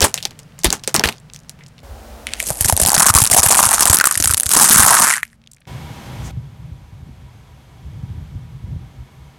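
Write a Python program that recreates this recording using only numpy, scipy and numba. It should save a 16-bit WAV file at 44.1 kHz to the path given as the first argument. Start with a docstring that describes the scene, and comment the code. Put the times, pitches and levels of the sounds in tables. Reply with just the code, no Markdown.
"""Over faint town hiss, plastic syringes crack under a car tyre: clicks, barrel resonances, grainy tails.
The tyre then crushes a heap of dry pasta: noise bursts and crackle, tones and filtered noise in the closing gap.
Decaying low sines thump tyre and ground throughout the crushing; sparse ticks of debris follow the breaks.
Last, slow-gusting noise bands and low decaying sines buffet the microphone over the distant town.
The sum clips at full scale on the loudest snaps and loses its extreme treble."""
import sys
import numpy as np
from scipy import signal
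from scipy.fft import rfft, irfft
from scipy.io import wavfile
from scipy.ndimage import uniform_filter1d
from numba import njit

SR = 44100
rng = np.random.default_rng(int(sys.argv[2]) if len(sys.argv) > 2 else 0)


def wrap_up_sound(samples):
    """Save the sound to the file named by the first command line argument, as 16-bit audio."""
    columns = np.atleast_2d(samples).T
    # keep every value between -1 and 1, then stretch to whole-number steps
    tamed = np.clip(columns, -1, 1)
    steps = np.round(tamed * 32767).astype(np.int16)
    wavfile.write(sys.argv[1], SR, steps)


N = 413658

# Steady background. Each row: start in seconds, levels in dB of town, hum and light wind,
# deep wind band in dB re upper band.
BACKGROUND = [(0, -45, -66, -70, 14), (1.831, -42.5, -53, -57.5, 25.5), (2.03, -42, -54, -60.5, 22.5),
              (3.95, -45.5, -56, -65, 16), (5.099, -58, -61.5, -63.5, 3), (5.673, -38.5, -48.5, -60, -4),
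              (6.312, -51, -67, -60, 0)]
# Strong wind. Each row: time in seconds, level of the upper band in dB.
GUSTS = [(5.67, -35), (5.78, -29.5), (5.98, -40), (6.08, -33.5), (6.36, -31.5), (6.55, -40.5),
         (6.65, -37.5), (6.85, -44.5), (7.1, -37.5), (7.65, -49), (7.83, -41.5), (7.96, -32), (8.2, -36.5),
         (8.36, -30.5), (8.58, -39.5), (8.66, -29.5), (8.82, -32.5), (8.93, -46), (9.0, -34), (9.08, -48),
         (9.22, -38.5), (9.38, -52)]
# Crushing. Each row: time in seconds, crackle level in dB, relative gap drive in dB, gap pitch in Hz.
CRUSHING = [(2.27, -41, 5, 2350), (2.445, -25.5, -13, 2330), (2.472, -16, -33, 710),
            (2.505, -18.5, -3, 725), (2.55, -29, -15, 761), (2.62, -17.5, -20, 1000),
            (2.84, -26.5, -6.5, 769), (3.01, -20, 1, 1100), (3.28, -34, -2.5, 1053),
            (3.33, -15, -12.5, 850), (3.4, -7.5, -7, 900), (3.42, -23, -2, 900), (3.44, -12, -7, 999),
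            (3.67, -14.5, -5, 1100), (3.95, -19, -3.5, 1120), (4.05, -28, 3.5, 1450),
            (4.2, -24, -17.5, 1345), (4.42, -34.5, -22, 1395), (4.57, -13, -6.5, 1000),
            (4.73, -10.5, -10.5, 1311), (4.91, -12.5, -1, 1083), (5.06, -14.5, -4.5, 1350),
            (5.17, -26.5, 0, 1570), (5.22, -52.5, -0.5, 1850), (5.36, -69, -5, 1900)]
# Loud pasta snaps. Each row: time in seconds, relative level in dB, T60 in seconds,
# relative gap ring level in dB, gap ring pitch in Hz.
LOUD_SNAPS = [(2.2693, -5, 0.0016, -4.5, 2120), (2.336, -5, 0.0023, -9, 2100),
              (2.402, -3.5, 0.0026, -6, 2200), (2.427, -12.5, 0.0072, -21, 660),
              (2.5035, -11, 0.0083, -14.5, 620), (2.609, -6, 0.019, -21, 780),
              (2.617, -20, 0.0096, -33, 1080), (2.646, 1, 0.011, -11.5, 1680),
              (2.6561, -5, 0.022, -18.5, 790), (2.6829, -4, 0.02, -16, 2440), (2.697, -2, 0.015, -4.5, 930),
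              (2.725, -2.5, 0.0056, -4.5, 670), (2.7663, -7, 0.003, -34, 730), (2.776, -4, 0.007, -12, 790),
              (2.7987, -3.5, 0.034, -7, 600), (2.8152, -4, 0.039, -14, 676), (2.8338, -4, 0.016, -17, 724),
              (2.8504, -2, 0.0048, -7, 750), (2.8616, 4, 0.0032, -16.5, 880),
              (2.8706, -0.5, 0.013, -11.5, 800), (2.876, -2, 0.012, -19, 1030),
              (2.8856, 1.5, 0.0161, -9, 840), (2.8936, -3, 0.0055, -19, 910),
              (2.9033, -8, 0.0044, -9.5, 1580), (2.9183, 0, 0.0069, -8.5, 824),
              (2.9317, -5, 0.0048, -2, 840), (2.943, -3.5, 0.029, -11, 870), (2.9497, 3.5, 0.014, -16, 645),
              (2.9646, -2, 0.0059, -7, 750), (2.9795, -5.5, 0.059, -3, 1520),
              (2.9968, -2.5, 0.015, -3.5, 880), (3.0037, -0.5, 0.01, -5.5, 1185),
              (3.0212, 0.5, 0.0264, -9, 1200), (3.031, -4.5, 0.011, -15.5, 840),
              (3.0447, -12.5, 0.004, -10, 1270), (3.0578, -5.5, 0.0084, -9, 730),
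              (3.0646, 2.5, 0.031, -5.5, 1230), (3.0847, -1.5, 0.015, -2, 1250),
              (3.0914, -5, 0.049, -7.5, 910), (3.1005, -5, 0.015, -0.5, 1230),
              (3.1396, -1.5, 0.0086, -4.5, 890), (3.15, 7.5, 0.0098, -11.5, 1030),
              (3.1568, 6, 0.0051, -2.5, 1220), (3.1627, 1, 0.025, -7, 1100),
              (3.176, 0.5, 0.013, -0.5, 1130), (3.1851, -2.5, 0.036, -3, 1290),
              (3.1998, -7.5, 0.045, -7.5, 1070), (3.2178, 0.5, 0.029, -9, 830),
              (3.2387, -1.5, 0.0091, -11, 890), (3.247, -2, 0.0092, -24, 1200),
              (3.254, 0, 0.0036, -23.5, 920), (3.2648, -6, 0.0057, -24.5, 1750),
              (3.2718, -6, 0.026, -26, 1110), (3.3, -1, 0.0037, -16.5, 775), (3.313, -3, 0.01, -15.5, 1020),
              (3.3152, 0, 0.03, -9, 700), (3.3297, -7, 0.0085, -4, 2110), (3.336, -4.5, 0.013, -11.5, 740),
              (3.3452, -1.5, 0.017, -10, 710), (3.365, -7, 0.03, -3, 730), (3.3765, -6.5, 0.014, -9, 950),
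              (3.3929, -5, 0.019, -6, 2310), (3.4305, -2.5, 0.05, -10.5, 1100),
              (3.462, 5, 0.011, -7.5, 810), (3.487, -6, 0.037, -8, 920), (3.5053, -5, 0.0028, 2, 595),
              (3.509, 4, 0.018, -6, 940), (3.5235, -2, 0.0083, -13.5, 1320),
              (3.5456, -3.5, 0.0031, -4, 2370), (3.553, 0, 0.0021, -17, 860), (3.5702, -2, 0.052, -12, 740),
              (3.5909, -1.5, 0.023, 1.5, 1050), (3.6, -1.5, 0.0063, -18.5, 960),
              (3.6282, -0.5, 0.0098, -5, 1020), (3.638, -11, 0.0039, -3, 1020),
              (3.646, -5, 0.0092, -13, 1390), (3.6525, 0.5, 0.013, -21, 1040),
              (3.663, -6, 0.017, -13.5, 920), (3.6897, -5.5, 0.009, -9, 1600),
              (3.7102, -3, 0.006, -6, 1100), (3.7152, -8, 0.011, -6.5, 860), (3.73, -13, 0.013, -8, 1140),
              (3.7395, -6, 0.059, -10.5, 760), (3.7809, -12.5, 0.0033, -4, 1220),
              (3.7946, -5, 0.0066, -7.5, 1270), (3.807, -6, 0.043, -10.5, 1340),
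              (3.8224, -3, 0.038, -7, 970), (3.8546, 0, 0.018, -9, 750), (3.8729, -2, 0.0034, -12, 1170),
              (3.879, -3, 0.004, -13, 1200), (3.8978, 1.5, 0.019, -18, 1300),
              (3.909, -4.5, 0.0083, -20.5, 825), (3.929, 0, 0.027, -10, 820),
              (3.9432, 0, 0.039, -14.5, 1220), (3.9698, 0, 0.0049, -25, 1280),
              (3.987, 1.5, 0.0049, -22, 700), (4.0001, -4, 0.0052, -8, 1800), (4.0107, -4, 0.013, 4, 1500),
              (4.041, -5, 0.0064, 0, 1420), (4.055, -0.5, 0.02, -3, 1480), (4.0701, -3, 0.021, -0.5, 1210),
              (4.0852, -12, 0.0042, -19, 1550), (4.111, -2, 0.011, -9, 1280),
              (4.1234, -6, 0.0127, -14.5, 1250), (4.143, -8, 0.0039, -35, 1530),
              (4.154, -10, 0.0067, -10, 1850), (4.1749, -4.5, 0.016, -24, 1360),
              (4.2005, -6, 0.028, -19.5, 680), (4.225, -7, 0.0073, -26.5, 1390),
              (4.239, -4, 0.0097, -17.5, 1690), (4.2439, 0, 0.018, -18, 770), (4.257, 1, 0.0078, -11, 1550),
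              (4.274, -8.5, 0.048, -8.5, 1280), (4.295, -10, 0.0064, -13, 1490),
              (4.302, -8, 0.0045, -8, 1420), (4.3091, -5, 0.028, -9.5, 1360),
              (4.3253, -5.5, 0.0086, -15, 1280), (4.3366, -5, 0.0071, -22, 1190),
              (4.3442, -1, 0.0088, -22.5, 920), (4.37, -5.5, 0.0089, -25, 1290),
              (4.376, -10.5, 0.024, -25, 1170), (4.399, -9, 0.011, -38, 2360),
              (4.408, -8, 0.0052, -42, 1810), (4.4332, -4.5, 0.0078, -20, 1640),
              (4.459, -8, 0.01, -31, 1260), (4.4644, -7.5, 0.011, -27, 1140),
              (4.492, -1, 0.0083, -30.5, 1580), (4.5064, -8, 0.019, -12.5, 915),
              (4.5148, -3, 0.028, -7.5, 1470), (4.5352, 0, 0.018, -10.5, 890),
              (4.5526, -4, 0.0049, -8.5, 1390), (4.5657, 0, 0.034, -11, 1210), (4.613, -3, 0.071, -5, 835),
              (4.6254, -3, 0.0081, -8.5, 1310), (4.7092, -2.5, 0.055, -8, 1110),
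              (4.722, -6, 0.074, -7, 1610), (4.749, -5.5, 0.0088, -7, 1440),
              (4.7582, -1, 0.013, -9.5, 1240), (4.78, 2.5, 0.016, -9.5, 1490),
              (4.7962, 3, 0.009, -15, 1380), (4.8051, -4, 0.013, -9, 950), (4.8233, -3, 0.0071, -15.5, 960),
              (4.8636, -6, 0.018, -11, 1120), (4.879, 0, 0.025, -7.5, 980), (4.9062, -1.5, 0.014, 0, 940),
              (4.9503, -4.5, 0.019, -10, 1290), (5.0185, -7, 0.02, -10, 1050),
              (5.048, -22, 0.047, -7, 1130), (5.078, -12, 0.0063, -16, 1780),
              (5.0958, -12, 0.0057, -17, 1950), (5.1093, -13.5, 0.0053, -5, 2100),
              (5.1383, -9.5, 0.0077, -6, 1940), (5.1802, -24, 0.0056, -11, 1740),
              (5.231, -24, 0.013, -4.5, 1900), (5.2521, -34, 0.0042, -27, 2290),
              (5.33, -38.5, 0.0048, -34, 1810), (5.6038, -49, 0.017, -54, 600)]

TYRE_AIR_HZ = 224
ROLLS_ON_S = 4.49  # until then the tyre creeps in jerks


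def undb(db):
    """Amplitude factor of a level in dB."""
    return 10 ** (np.asarray(db) / 20)


def unit(x):
    """Scale to rms 1."""
    return x / np.sqrt(np.mean(x ** 2))


def noise():
    """White noise, rms near 1."""
    return rng.standard_normal(N)


def curve(table):
    """Columns of a table, joined by straight lines in time."""
    s, *columns = np.transpose(table)
    return [np.interp(np.arange(N) / SR, s, c) for c in columns]


def held(s, value):
    """The value of the latest event at every sample; the first value before any event."""
    order = np.argsort(s)
    latest = np.searchsorted(s[order], np.arange(N) / SR) - 1
    return value[order][np.clip(latest, 0, None)]


def stretch(column):
    """A column of the background table at every sample."""
    rows = np.array(BACKGROUND)
    return held(rows[:, 0], rows[:, column])


def colour(x, points):
    """Minimum-phase filter through (Hz, dB) points, scaled to power gain 1 on white noise."""
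    hz, db = np.transpose(points)
    bin_hz = np.arange(1, 2050) * SR / 4096
    log_gain = np.log(undb(np.interp(np.log(bin_hz), np.log(hz), db)))
    cepstrum = irfft(log_gain)
    cepstrum[1:2048] *= 2  # fold onto positive time
    cepstrum[2049:] = 0
    response = irfft(np.exp(rfft(cepstrum)))[:2048]
    return signal.fftconvolve(x, response / np.sqrt(np.sum(response ** 2)))[:N]


@njit
def svf(x, hz, damp):
    """State-variable band-pass with a moving centre; damp = width / centre, peak gain 1."""
    y, b, l = np.empty(len(x)), 0., 0.
    for i in range(len(x)):
        g = np.tan(np.pi * hz[i] / SR)
        v = (b + g * (x[i] - l)) / (1 + g * (g + damp))
        b, l, y[i] = 2 * v - b, l + 2 * g * v, damp * v
    return y


def band(x, hz, *damps):
    """Band-passes in series at one steady centre."""
    for damp in damps:
        x = svf(x, np.full(N, float(hz)), damp)
    return x


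def bursts(s, db, t60, hz=None, bend=0.84, sag=0.):
    """Sum of sudden decays (bend over 1 holds, then drops); with hz, sines that start sharp by share sag."""
    out = np.zeros(N + SR)
    s, db, t60 = np.broadcast_arrays(s, db, np.clip(t60, .001, .9))
    for k in range(len(s)):
        t = np.arange(int(t60[k] * SR) + 2) / SR
        shape = undb(db[k] - 60 * (t / t60[k]) ** bend)
        if hz is not None:
            advance_s = sag * t60[k] / 8 * (1 - np.exp(-8 * t / t60[k]))
            shape = shape * np.sin(2 * np.pi * hz[k] * (t + advance_s))
        start = int(max(s[k], 0) * SR)
        out[start:start + len(t)] += shape
    return out[:N]


def walk(rate):
    """Random levels held 1 / rate s and smoothed twice, rms 1."""
    k = int(SR / rate)
    steps = np.repeat(rng.standard_normal(N // k + 1), k)
    return unit(uniform_filter1d(uniform_filter1d(steps, k), k)[:N])


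def crackle(per_s, scatter_db, t60):
    """Decaying envelope of random small breaks, rms 1; their level scatter is capped."""
    level_db = scatter_db * np.minimum(rng.standard_exponential(N), 2.5)
    hit = (rng.random(N) < per_s / SR) * undb(level_db)
    return unit(signal.lfilter([1], [1, -undb(-60 / (t60 * SR))], hit))


def town():
    """Smooth distant hiss whose colour switches, a wavering idling-engine hum and one thin rustle."""
    # One list per colour. Each row: frequency in Hz, relative density in dB.
    town_colours = ([(88, -7), (150, 8), (376, -18), (457, -12.5), (601, -14.5), (1870, -21), (9630, -35.5),
                    (16000, -43)], [(88, -54.5), (150, -19.5), (222, -4.5), (391, -8.5), (589, -1),
                    (821, -7.5), (2270, -18.5), (13400, -27), (16000, -28.5)], [(88, -23.5), (150, -11.5),
                    (354, -21.5), (960, -24.5), (1500, -28), (2220, -29.5), (11000, -44), (13200, -46),
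                    (16000, -57)])
    # The colour index of each background stretch.
    colour_order = [0, 1, 1, 1, 0, 2, 2]
    # Faint bands in the third colour. Each row: centre in Hz, width in Hz, level in dB re hiss.
    whines = [(790, 31, -13), (966, 19.6, -13), (2206, 35, -18.5), (3305, 340, -16), (6280, 67, -26),
              (12300, 300, -25)]
    drone_hz, drone_width_hz, drone_db = 780, 30, -11.5  # re hiss, second colour
    hum_hz = 225.8
    rustle_s, rustle_half_s, rustle_hz, rustle_db = 6.265, .04, 6400, -41.5

    t = np.arange(N) / SR
    beds = [unit(colour(noise(), points)) for points in town_colours]
    for hz, width_hz, db in whines:
        beds[2] = beds[2] + undb(db) * unit(band(noise(), hz, width_hz / hz))
    beds[1] = beds[1] + undb(drone_db) * unit(band(noise(), drone_hz, drone_width_hz / drone_hz))
    chosen = held(np.array(BACKGROUND)[:, 0], np.array(colour_order))
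    hiss = np.choose(chosen, beds) * undb(stretch(column=1))
    hum = undb(stretch(column=2)) * unit(band(noise(), hum_hz, 0.01))
    swell = np.exp(-((t - rustle_s) / rustle_half_s) ** 2 / .5)
    rustle = undb(rustle_db) * swell * unit(band(noise(), rustle_hz, 0.31))
    return hiss * undb(walk(3.5)) + hum + rustle


def wind():
    """Turbulence at the microphone port: low noise bands that gust together, and single buffets."""
    # Each row: time in seconds, relative level in dB, pitch in Hz.
    buffets = [(5.905, -21, 124), (6.198, -23, 122), (6.372, -11.5, 112), (6.715, -19, 80),
               (6.925, -22, 100), (7.071, -22, 130), (7.09, -24, 240), (7.941, -20, 102), (8.033, -14, 125),
               (8.101, -15, 90.4), (8.172, -19.5, 140), (8.353, -14, 118), (8.386, -24, 150),
               (8.638, -15, 100), (8.761, -15, 129.5)]
    buffet_cycles = 10.8  # to -60 dB
    deep_sway_db = 1.5  # rms drift of the balance of the bands
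    upper_hz = 128

    windy = np.arange(N) / SR >= GUSTS[0][0]
    db = np.where(windy, curve(GUSTS)[0], stretch(column=3))
    deep_db = stretch(column=4) + deep_sway_db * walk(4.5)
    gust = undb(3 * np.tanh(walk(25)) + .7 * walk(8))
    flutter = unit(band(gust * noise(), upper_hz, 0.3, 0.83, 0.83))
    rumble = gust * noise()
    deep_hz = np.where(windy, 66., 56.)
    for damp in (0.82, 0.86, 0.86):
        rumble = svf(rumble, deep_hz, damp)
    # the strongest gusts reach an octave higher
    slap = unit(band(gust ** 2 * noise(), 2 * upper_hz, .6, 1.0))
    port = undb(db) * (flutter + undb(deep_db) * unit(rumble) + undb(-18.5) * slap)
    s, buffet_db, hz = np.transpose(buffets)
    port = port + band(bursts(s, buffet_db, buffet_cycles / hz, hz, bend=0.8), upper_hz, 1.5)
    return signal.sosfilt(signal.butter(4, 42, "high", fs=SR, output="sos"), port)


def debris():
    """Faint ticks of falling bits at random pitches, among the syringes and after the heap is flat."""
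    per_s, rms_db = 30, -56
    t, steps = np.arange(N) / SR, np.arange(0, N / SR, 1 / per_s)
    pitch = held(steps, 2000 * 2 ** (2 * rng.random(len(steps))))
    after_heap = (t > CRUSHING[-2][0]) & (t < GUSTS[0][0])
    falling = (t < BACKGROUND[1][0]) | after_heap
    ticks = svf(svf(noise() * crackle(per_s, 5, .01), pitch, .8), pitch, 1.)
    return falling * undb(rms_db) * unit(ticks)


def syringes():
    """Each crack: a click in its own band, barrel resonances and a grainy tail of splinters and spray."""
    # Each row: time in seconds, relative click level in dB, centre in Hz,
    # relative body and shatter tail levels in dB re click.
    cracks = [(.006, -2, 5870, -10.5, -27.5), (0.017, 0.5, 6940, -19.5, -12.5),
              (0.0247, -8.5, 4240, -0.5, -9.5), (0.0418, -2.5, 8900, -2.5, -8),
              (0.1419, -3.5, 7340, -52.5, -18.5), (0.1772, -12, 2950, -39.5, -18),
              (0.2036, -25, 2600, -24, -21), (0.2269, -15.5, 5070, -29, -13.5),
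              (0.253, -4, 4300, -24, -25.5), (0.3087, -29, 5400, -5, -21), (0.391, -26, 6100, -31, -15),
              (0.59, -26, 7240, -19.5, -12.5), (0.635, -12.5, 5500, -20.5, -20.5),
              (.644, 3, 8900, -11, -12.5), (0.655, -7.5, 4030, -6, -22.5), (.7041, -3, 4970, -14, -26.5),
              (0.727, -1.5, 6800, -9.5, -16), (0.8372, -16.5, 4830, -26, -16),
              (.876, -3.5, 6200, -11.5, -17.5), (0.943, 2, 8700, -4.5, -13.5),
              (0.9629, 3.5, 5800, -23, -35.5), (0.9954, -2, 4830, -7.5, -43),
              (1.0382, -1.5, 2620, -3, -7.5), (1.074, -8, 4600, -4, -33), (1.0879, -1, 2640, -23, -23.5),
              (1.1253, -20, 3560, -29, -26), (1.3356, -26.5, 6400, -38, -28), (1.346, -34, 5800, -26, -12),
              (1.3615, -22.5, 5260, -43, -30), (1.447, -39.5, 1500, -34, -22),
              (1.495, -22.5, 6750, -42, -21), (1.59, -37.5, 2100, 1, -24)]
    # Barrel resonances. 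Each row: centre in Hz, width in Hz, relative level in dB.
    barrel_modes = [(190, 180, 2.5), (368, 128, 0.5), (650, 180, -9), (835, 290, -4.5), (1190, 310, -13)]
    # Each row: frequency in Hz, relative density in dB.
    shatter_colour = [(180, -29.5), (300, -15), (584, -3.5), (1390, -10), (1610, -5.5), (2740, -5.5),
                      (9090, -9.5), (11900, -12), (16000, -26)]
    # Loose lengths of barrel. Each row: time in seconds, level in dB, pitch in Hz.
    loose_rings = [(.016, -13.5, 506), (.024, -10, 1560), (.040, -8, 569), (.047, -13, 865),
                   (.052, -13.5, 1180), (.254, -23, 810), (.646, -11, 360), (.728, -21.5, 770),
                   (.728, -15, 1500), (.877, -17, 520), (.996, -15, 840), (1.039, -3.5, 1740),
                   (1.048, -9.5, 1700), (1.088, -15, 2200)]
    tail_t60_s, body_t60_s = 0.11, 0.14
    scuff_s, scuff_db, scuff_hz, scuff_t60_s = 1.607, -28, 2050, 0.098  # level before filtering
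    barrel_cycles = 35  # to -60 dB

    s, db, hz, body_db, tail_db = np.transpose(cracks)
    pitch = held(s, np.clip(hz, 500, 15000))
    click = noise() * bursts(s, db, 0.0064)
    click = undb(9.5) * svf(click, pitch, 0.63) + undb(-27.5) * click
    grain = 0.5 + 0.48 * crackle(400, 3.2, 0.0064)
    tail = colour(noise() * grain * bursts(s, db + tail_db, tail_t60_s), shatter_colour)
    tail = 1.2 * tail + 1.3 * svf(svf(tail, pitch, 1.0), pitch, 1.0)
    push = noise() * grain * bursts(s, db + body_db, body_t60_s)
    body = sum(undb(g) * band(push, f, width / f) for f, width, g in barrel_modes)
    # a splinter scrapes the ground
    scrape = noise() * grain * bursts([scuff_s], scuff_db, scuff_t60_s, bend=1.5)
    scuff = band(scrape, scuff_hz, 0.49, 0.45)
    ring_s, ring_db, ring_hz = np.transpose(loose_rings)
    rings = bursts(ring_s, ring_db, barrel_cycles / ring_hz, ring_hz) * (1 + 0.23 * walk(300))
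    air = undb(-2.0) * band(push, TYRE_AIR_HZ, .06)
    return click + tail + undb(4.0) * body + rings + air + scuff


def thumps():
    """Tyre drops as short, sagging low sines; the air inside the tyre rings after the deep ones."""
    # Each row: time in seconds, relative level in dB, settled pitch in Hz.
    drops = [(0.025, -9.5, 70.4), (.659, -11, 45), (.683, -15.5, 167), (.944, -24, 97.2), (0.984, -15, 164),
             (1.053, -16.5, 56.6), (2.506, -16.5, 108), (2.611, -16, 81), (2.652, -13, 85),
             (2.727, -7.5, 75.2), (2.821, -11.5, 52.6), (2.849, -17, 75), (2.976, -13, 130),
             (3.101, -10.5, 87), (3.153, -7.5, 65), (3.219, -7, 100.3), (3.316, -16.5, 85.2),
             (3.39, -15, 70.5), (3.463, -14, 81.5), (3.665, -17, 95.5), (3.9, -8.5, 74),
             (3.945, -16, 260.6), (4.17, -22.5, 80), (4.2, -14, 260), (4.204, -19, 70), (4.258, -17.5, 69),
             (4.3, -14, 69.6), (4.337, -19, 75), (4.461, -19.5, 69.5), (4.563, -10.5, 268),
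             (4.705, -13, 191), (4.76, -13, 140), (4.793, -11, 73.8), (4.839, -15.5, 103),
             (4.907, -19, 113), (5.005, -18, 185)]
    air_db, air_t60_s = -17, 0.096  # re the table level
    shortest_t60_s, sag_share = 0.0451, 0.47

    s, db, hz = np.transpose(drops)
    deep = hz < 170
    air_hz = np.full(deep.sum(), float(TYRE_AIR_HZ))
    air = bursts(s[deep], db[deep] + air_db, air_t60_s, air_hz)
    swings = bursts(s, db, np.maximum(5.1 / hz, shortest_t60_s), hz, sag=sag_share)
    return band(undb(5.5) * swings, 80, 2.1) + air


def pasta_breaks(small, large):
    """Breaking pieces as coloured noise at scattered pitches, with one sharp swing per loud snap."""
    # Each row: frequency in Hz, relative density in dB.
    snap_colour = [(880, -33.5), (1500, -11), (1850, -7), (2000, -12.5), (2930, -9), (4630, -6),
                   (9130, 1.5), (11700, -1.5), (15300, -24), (16300, -26)]
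    whole_hz, whole_until_s = 4150, 2.385  # the first whole pieces break dull
    thick_hz, thick_db = 2760, -15  # lower crack of thick pieces while the heap is tall
    crack_hz, crack_db = 3800, 5  # re a clean snap, before filtering
    clean_t60_s = .003  # longer snaps crumble and swing less in proportion

    s, db, t60, _, _ = np.transpose(LOUD_SNAPS)
    t = np.arange(N) / SR
    # crumbs sound thinner than whole pieces
    bright = noise() * large + undb(-1.0) * band(noise() * small, 8500, 12.8)
    shards = np.arange(0, N / SR, .003)
    pitch = held(s, 8500 * 2 ** (0.3 * rng.standard_normal(len(s))))
    pitch = pitch * held(shards, 2 ** (.4 * rng.standard_normal(len(shards))))
    peaked = svf(bright, np.clip(pitch, 2500, 15000), 0.26)
    snaps = colour(0.84 * bright + 1.2 * peaked, snap_colour)
    snaps = np.where(t < whole_until_s, undb(6.0) * band(snaps, whole_hz, 0.63), snaps)
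    snaps = snaps + (t < ROLLS_ON_S) * undb(thick_db) * band(bright, thick_hz, 0.88, 1.0)
    swing_db = db + crack_db - 20 * np.log10(np.maximum(t60 / clean_t60_s, 1))
    # negative frequency: the first swing is downward
    swing = bursts(s, swing_db, 2.5 / crack_hz, np.full(len(s), -float(crack_hz)))
    return snaps + band(swing, crack_hz, 1.8)


def gap_rings(small, gap_db, gap_hz):
    """The air gap under the tread rings at each snap's pitch and at a wandering crushing pitch."""
    ring_cycles, ring_hiss_db = 19.7, 7.5  # cycles to -60 dB; hiss drive re the table level
    s, _, t60, ring_db, ring_hz = np.transpose(LOUD_SNAPS)
    # no longer than a few times the snap itself
    ring_t60 = np.minimum(ring_cycles / ring_hz, 2.1 * t60)
    own = held(s, np.clip(ring_hz, 300, 3000))
    tones = undb(1.5) * svf(bursts(s, ring_db, ring_t60, ring_hz), own, 0.7)
    hiss = noise() * bursts(s, ring_db + ring_hiss_db, 1.4 * ring_t60)
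    hiss = svf(svf(hiss, own, 0.49), own, 0.64)
    centre = np.clip(gap_hz * 2 ** (0.16 * walk(120)), 300, 3000)
    ring = noise() * uniform_filter1d(small, 80) * undb(gap_db + 17.5)
    for damp in (0.87, 0.97, 1.2):
        ring = svf(ring, centre, damp)
    return tones + hiss + ring


def tyre_wall(small, large, gap_hz):
    """Tyre wall and ground carry the low end of the crushing, weaker at higher gap pitches."""
    roll_db = 3  # extra boom once the tyre rolls over the heap
    rolls = np.arange(N) / SR > ROLLS_ON_S
    shake = noise() * uniform_filter1d(small + large, 60) * (950 / gap_hz) ** 2.2
    boom = undb(1.5 + roll_db * rolls) * band(shake, 190, .9, 1.2)
    return undb(-7.5) * band(shake, 340, 0.33) + boom


def pasta():
    """Loud snaps and random crackle drive the breaks, the gap under the tread and the tyre wall."""
    lull_creeping_db, lull_rolling_db = -8.5, -2  # crackle floor between snaps
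    tick_db, tick_t60_s = 1.5, 0.0015  # first instant of a break, re the snap

    s, db, t60, _, _ = np.transpose(LOUD_SNAPS)
    crackle_db, gap_db, gap_hz = curve(CRUSHING)
    t = np.arange(N) / SR
    crushing = (t > CRUSHING[0][0]) & (t < CRUSHING[-1][0])
    grain = crushing * (crackle(600, 5.5, 0.0026) + 0.51 * crackle(140, 4.9, 0.007) + 0.28)
    # small breaks crowd in after each snap and die down before the next
    floor_db = np.where(t < ROLLS_ON_S, lull_creeping_db, lull_rolling_db)
    lull_db = np.clip(-600 * (t - held(s, s)), floor_db, 0)
    small = grain * undb(crackle_db + lull_db)
    # a snap splinters as it goes and leaves a short trail of crumbs
    large = bursts(s, db, t60, bend=1.31) * (0.22 + 0.67 * crackle(700, 4.0, 0.0019))
    large = large + bursts(s, db - 29.5, 0.025) + bursts(s, db + tick_db, tick_t60_s)
    return pasta_breaks(small, large) + gap_rings(small, gap_db, gap_hz) + tyre_wall(small, large, gap_hz)


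def scene():
    """Sum of all sources, one channel."""
    return (town() + wind() + debris() + syringes() + thumps() + pasta())[None]


def record(dry):
    """Clip at full scale, then cut the top with a steep elliptic low-pass."""
    top_hz = 16100
    low_pass = signal.ellip(10, .2, 60, top_hz, fs=SR, output="sos")
    return signal.sosfilt(low_pass, np.clip(dry, -1, 1))


dry = scene()
out = record(dry)
wrap_up_sound(out)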